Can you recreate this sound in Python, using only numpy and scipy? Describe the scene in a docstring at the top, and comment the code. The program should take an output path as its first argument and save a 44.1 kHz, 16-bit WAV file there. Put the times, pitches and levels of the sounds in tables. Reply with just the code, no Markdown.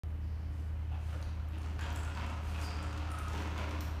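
"""Tricycle in an echoing hall

A small tricycle is pushed over the parquet towards the microphone. Its hard wheels patter and drum
on the boards, a wheel squeals on its axle, the frame clatters, loose parts tick and chirp, and shoes
scuff softly. The hall rings after each sound; behind it all lies the low hum of the ventilation."""
import sys
import numpy as np
from scipy import signal
from scipy.fft import rfft, irfft
from scipy.io import wavfile
from scipy.ndimage import uniform_filter1d

SR = 44100
rng = np.random.default_rng(int(sys.argv[2]) if len(sys.argv) > 2 else 0)


def put_to_file(sound):
    """Save the sound as 16-bit audio at rate SR, in the file named by the first command-line argument."""
    columns = np.atleast_2d(sound).T  # one column per channel
    safe = np.clip(columns, -1, 1)
    whole_steps = np.round(safe * 32767)
    wavfile.write(sys.argv[1], SR, whole_steps.astype(np.int16))


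N = 176400

# rolling effort, rising as the tricycle nears the microphone: t/s, level/dB
ROLLING = [(0.1, -78), (0.85, -68), (1.08, -60.5), (1.19, -58.5), (1.45, -67), (1.53, -60.5), (1.66, -54.5),
           (1.77, -60), (1.82, -48.5), (2.05, -53), (2.25, -50), (2.42, -56.5), (2.6, -49.5), (3.05, -51),
           (3.25, -52), (3.4, -48), (3.52, -51), (3.65, -49), (4.0, -56.5)]
# low drumming of the wheels: t/s, level/dB
DRUMMING = [(0.1, -58.5), (1.53, -60), (1.64, -53.5), (3.3, -53), (3.34, -45), (4.0, -54)]
# tone colours of the wheels, floorboards and frame: f/Hz, level/dB
WHEEL_COLOUR = [(150, -27), (300, -13.5), (430, -5.5), (560, -3), (1250, -2.5), (1900, -6.5), (2700, -7),
                (3500, -11), (6000, -19.5), (9000, -31.5), (12000, -42)]
BOARD_COLOUR = [(100, -34.5), (170, 10.5), (220, 6), (300, 0.5), (420, -0.5), (700, -34.5)]
FRAME_COLOUR = [(150, -39.5), (400, -19.5), (900, -10.5), (1700, -8.5), (3000, -14), (6000, -26),
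                (14000, -40)]
# resonances of wheels and frame: f/Hz, width/Hz, lift/dB
RESONANCES = [(300.5, 13.7, 14), (385.6, 10.5, 8), (552, 36, 6.5), (715, 98, 6.5), (927, 110, 6),
              (1210, 270, 4.5), (1430, 130, 4), (2540, 400, 3), (3000, 100, 0.5), (15500, 76, 13)]
# jolts that clatter the frame or thump the boards: t/s, level/dB, length/s, ringing f/Hz
FRAME_CLATTERS = [(0.915, -59, 0.091, 2550), (1.125, -53.5, 0.052, 1370), (1.53, -58, 0.091, 2640),
                  (1.792, -45.5, 0.059, 1600), (1.825, -52, 0.11, 3000), (2.149, -43.5, 0.11, 976),
                  (2.535, -49.5, 0.11, 2480), (3.325, -43, 0.12, 925), (3.577, -46, 0.086, 2130),
                  (3.588, -43, 0.045, 960)]
BOARD_THUMPS = [(0.915, -51, 0.065, 777), (1.13, -53, 0.092, 573), (1.525, -54.5, 0.12, 300),
                (2.16, -48.5, 0.14, 228), (3.335, -46, 0.092, 374), (3.525, -43.5, 0.03, 315),
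                (3.585, -47.5, 0.13, 588), (3.715, -47.5, 0.071, 250)]
# squeals at the axle: t/s, length/s, level/dB, start f/Hz, end f/Hz
AXLE_SQUEALS = [(1.93, .17, -55, 1460, 1390), (2.17, .29, -55.5, 1290, 1250),
                (2.55, .42, -56.5, 1260, 1390), (3.085, .15, -47, 1320, 1260)]
# strikes of loose parts: t/s, level/dB, ringing f/Hz
PART_TICKS = [(1.215, -60.5, 10500), (1.226, -51, 4060), (1.486, -62, 11400), (1.583, -60, 9500),
              (1.618, -60, 6600), (1.632, -59, 4300), (1.793, -52.5, 4950), (1.811, -51.5, 6740),
              (1.927, -55, 12600), (1.96, -45.5, 7440), (2.034, -54.5, 7760), (2.049, -53.5, 6500),
              (2.15, -53.5, 4700), (2.264, -55, 7000), (2.303, -62, 9000), (2.614, -48, 6460),
              (2.629, -54, 8650), (2.827, -51.5, 7400), (2.928, -59, 6600), (2.976, -51, 4450),
              (3.117, -48.5, 9000), (3.187, -46.5, 8600), (3.283, -48, 6000), (3.332, -50, 5500),
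              (3.376, -50, 6050), (3.417, -57, 5960), (3.578, -44.5, 3600), (3.692, -59, 12100),
              (3.709, -53, 5900), (3.808, -45.5, 14000), (3.807, -43, 4460)]
# rubs of soles and parts: t/s, length/s, level/dB, f/Hz, width/Hz
RUBS = [(0.2, .29, -72, 4700, 1600), (1.952, .025, -58, 7850, 600), (2.618, .115, -52.5, 4850, 480),
        (3.1, .02, -59, 9600, 1400), (3.182, .014, -60, 9600, 1400)]
# shoes sliding on the parquet: t/s, length/s, level/dB
SHOE_SCUFFS = [(0.46, 0.28, -69.5), (0.96, 0.28, -64.5), (2.396, 0.22, -59), (2.58, 0.11, -53.5)]
# hiss of a sliding sole: f/Hz, level/dB
SCUFF_COLOUR = [(2000, -3), (5000, 0), (9000, -3), (14500, -11)]
# tones of the ventilation fan: f/Hz, level/dB
FAN_TONES = [(45.1, -70), (77.9, -38.5), (110.9, -51.5), (180, -66.5), (2998, -79)]
# rush of air from the ventilation: f/Hz, level/dB
AIR_COLOUR = [(20, -44.5), (40, 8), (70, 5), (130, -3.5), (200, -7.5), (250, -18), (310, -16), (400, -24),
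              (500, -18.5), (1000, -22.5), (2000, -27.5), (3100, -34.5), (3500, -38.5), (8000, -49.5),
              (15000, -49.5)]

BUMPS_PER_S, KNOCKS_PER_S, SLIPS_PER_S = 900, 420, 200
SQUEAL_WAVER, WAVER_S = .035, .004  # rms share of the pitch, smoothing time
TICK_DECAY_S, CRACK_WIDTH, RING_WIDTH = .0027, .75, .11  # widths as shares of the pitch
JIGGLE_HZ, JIGGLE_WIDTH_HZ = 5940, 3900
HALL_T60_S, TREBLE_T60_S, PREDELAY_S = 1.21, .58, .006  # treble: at 10 kHz


def amp(db):
    """Decibels to gain."""
    return 10 ** (np.asarray(db) / 20)


def unit(x):
    """Scale to rms 1."""
    return x / np.sqrt(np.mean(x ** 2) + 1e-20)


def curve(rows):
    """Gain over time from rows of t/s, level/dB."""
    return amp(np.interp(np.arange(N) / SR, *np.array(rows).T))


def colour(x, points):
    """Minimum-phase filter through rows of f/Hz, level/dB."""
    hz, db = np.array(points).T
    f = np.maximum(np.arange(N // 2 + 1) * SR / N, 1)
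    gain = amp(np.interp(np.log(f), np.log(hz), db))
    cepstrum = irfft(np.log(gain), N)
    cepstrum[1:N // 2] *= 2
    cepstrum[N // 2 + 1:] = 0
    return irfft(rfft(x, N) * np.exp(rfft(cepstrum)), N)[:len(x)]


def ring(x, hz, width):
    """One resonance, gain 1 at its centre."""
    return signal.lfilter(*signal.iirpeak(min(hz, SR / 2 - 1), hz / width, fs=SR), x)


def steep_ring(x, hz, width):
    """The same resonance twice in series, for steeper flanks."""
    return ring(ring(x, hz, width), hz, width)


def impacts(per_s, spread_db):
    """Random tiny impacts of uneven size, rms 1."""
    hit = rng.random(N) < per_s / SR
    size = amp(spread_db * np.clip(rng.standard_normal(N), -2, 2))
    return unit(hit * size * rng.choice([-1, 1], N))


def add(out, start, x):
    """Mix a sound in at its time."""
    i = int(start * SR)
    out[i:i + len(x)] += x[:N - i]


def wheels():
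    """Small bumps ring the hard wheels and drum on the boards."""
    patter = body(colour(impacts(BUMPS_PER_S, spread_db=2.5), WHEEL_COLOUR))
    drum = body(colour(impacts(BUMPS_PER_S, spread_db=2.5), BOARD_COLOUR))
    return curve(ROLLING) * amp(3) * patter + curve(DRUMMING) * drum


def body(x):
    """Wheels and frame lift the sound at their resonances; rms 1."""
    return unit(x + sum((amp(db) - 1) * ring(x, hz, width) for hz, width, db in RESONANCES))


def jolts(rows, points, ring_db):
    """Each jolt sets off a short run of knocks, coloured by what it shakes."""
    out, t = np.zeros(N), np.arange(SR // 2) / SR
    for start, db, length, hz in rows:
        knocks = impacts(KNOCKS_PER_S, spread_db=2)[:len(t)]
        rattle = body(colour(knocks, points))
        ringing = amp(ring_db) * unit(steep_ring(knocks, hz, width=hz / 4))
        add(out, start, amp(db) * unit(rattle + ringing) * np.exp(-(t / length) ** 2))
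    return out


def squeals():
    """A wheel sings on its axle: one unsteady tone that slides a little in pitch."""
    out = np.zeros(N)
    for start, length, db, from_hz, to_hz in AXLE_SQUEALS:
        n = int(length * SR)
        waver = unit(uniform_filter1d(rng.standard_normal(N), int(WAVER_S * SR)))[:n]
        hz = np.linspace(from_hz, to_hz, n) * (1 + SQUEAL_WAVER * waver)
        tone = unit(np.sin(2 * np.pi * np.cumsum(hz) / SR))
        add(out, start, amp(db) * tone * signal.windows.tukey(n, .15))
    return out


def ticks():
    """A loose part strikes: a brief broad crack and a narrow ring around its own pitch."""
    out, t = np.zeros(N), np.arange(SR // 20) / SR
    for start, db, hz in PART_TICKS:
        contact = amp(db) * rng.choice([-1, 1], len(t)) * np.exp(-t / TICK_DECAY_S)
        crack, tone = (ring(contact, hz, width) * np.sqrt(SR / np.pi / width)  # equal power
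                       for width in (hz * CRACK_WIDTH, hz * RING_WIDTH))
        add(out, start, crack + amp(-1) * tone)
    return out


def chirps():
    """Stick-slip pulses excite one narrow resonance and weaken as the rub goes on."""
    out = np.zeros(N)
    pulses = np.exp(-2 * (np.arange(N) * SLIPS_PER_S / SR % 1))
    for start, length, db, hz, width in RUBS:
        n = int(length * SR)
        slips = pulses * rng.standard_normal(N)
        tone = unit(steep_ring(slips, hz, width)[-n:])
        fade = amp(np.linspace(2, -2, n))
        add(out, start, amp(db) * tone * fade * signal.windows.tukey(n, .2))
    return out


def jiggle():
    """Loose fittings click faintly at random, harder as the tricycle rolls faster."""
    clicks = steep_ring(impacts(per_s=45, spread_db=8), JIGGLE_HZ, JIGGLE_WIDTH_HZ)
    return curve(ROLLING) * amp(-19) * unit(clicks)


def scuffs():
    """Shoes slide lightly on the parquet: a fine hiss that swells and fades."""
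    hiss = unit(colour(impacts(per_s=4000, spread_db=1.9), SCUFF_COLOUR))
    swells = np.zeros(N)
    for start, length, db in SHOE_SCUFFS:
        add(swells, start, amp(db) * signal.windows.cosine(int(length * SR)))
    return swells * hiss


def hall(x, wet_db):
    """Sound reaches the microphone directly, then as a diffuse tail whose treble dies sooner."""
    t = np.arange(SR * 2) / SR
    f = np.arange(SR + 1) / 2
    spectrum, tail = rfft(rng.standard_normal(len(t))), 0
    centres = np.geomspace(200, 14000, 7)
    for hz, pick in zip(centres, np.eye(len(centres))):
        t60 = HALL_T60_S / (1 + (HALL_T60_S / TREBLE_T60_S - 1) * (hz / 10000) ** 1.5)
        band = irfft(spectrum * np.interp(f, centres, pick))
        tail = tail + band * np.exp(-np.log(1000) * t / t60)
    tail *= t > PREDELAY_S
    tail *= np.sqrt(2 * np.log(1000) / (HALL_T60_S * SR))  # about unit gain in the bass
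    echo = amp(wet_db) * signal.fftconvolve(x, tail)[:N]
    return (x + echo) / np.hypot(1, amp(wet_db))


def ventilation():
    """Room tone: steady fan tones over a dull rush of air."""
    t = np.arange(N) / SR
    hum = sum(np.sqrt(2) * amp(db) * np.sin(2 * np.pi * (hz * t + rng.random())) for hz, db in FAN_TONES)
    air = unit(colour(rng.standard_normal(N), AIR_COLOUR))
    return hum + amp(-46.5) * air


def scene():
    """Tricycle and shoes in the hall, over the ventilation, at one mono microphone."""
    clatter = jolts(FRAME_CLATTERS, FRAME_COLOUR, ring_db=-2.5)
    thumps = jolts(BOARD_THUMPS, BOARD_COLOUR, ring_db=7.5)
    bright = amp(3.5) * ticks() + jiggle() + chirps() + amp(-.5) * squeals()
    room_tone = ventilation()
    rolling = wheels() + clatter + thumps + scuffs()
    return (hall(rolling, wet_db=-1) + hall(bright, wet_db=4.5) + room_tone)[None]


def record(dry):
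    """The sound sets in after a moment and the highest treble is cut."""
    start_s, top_hz = .035, 15400
    live = dry * (np.arange(N) / SR > start_s)
    return signal.sosfilt(signal.ellip(10, .2, 80, top_hz, fs=SR, output="sos"), live)


dry = scene()
out = record(dry)
put_to_file(out)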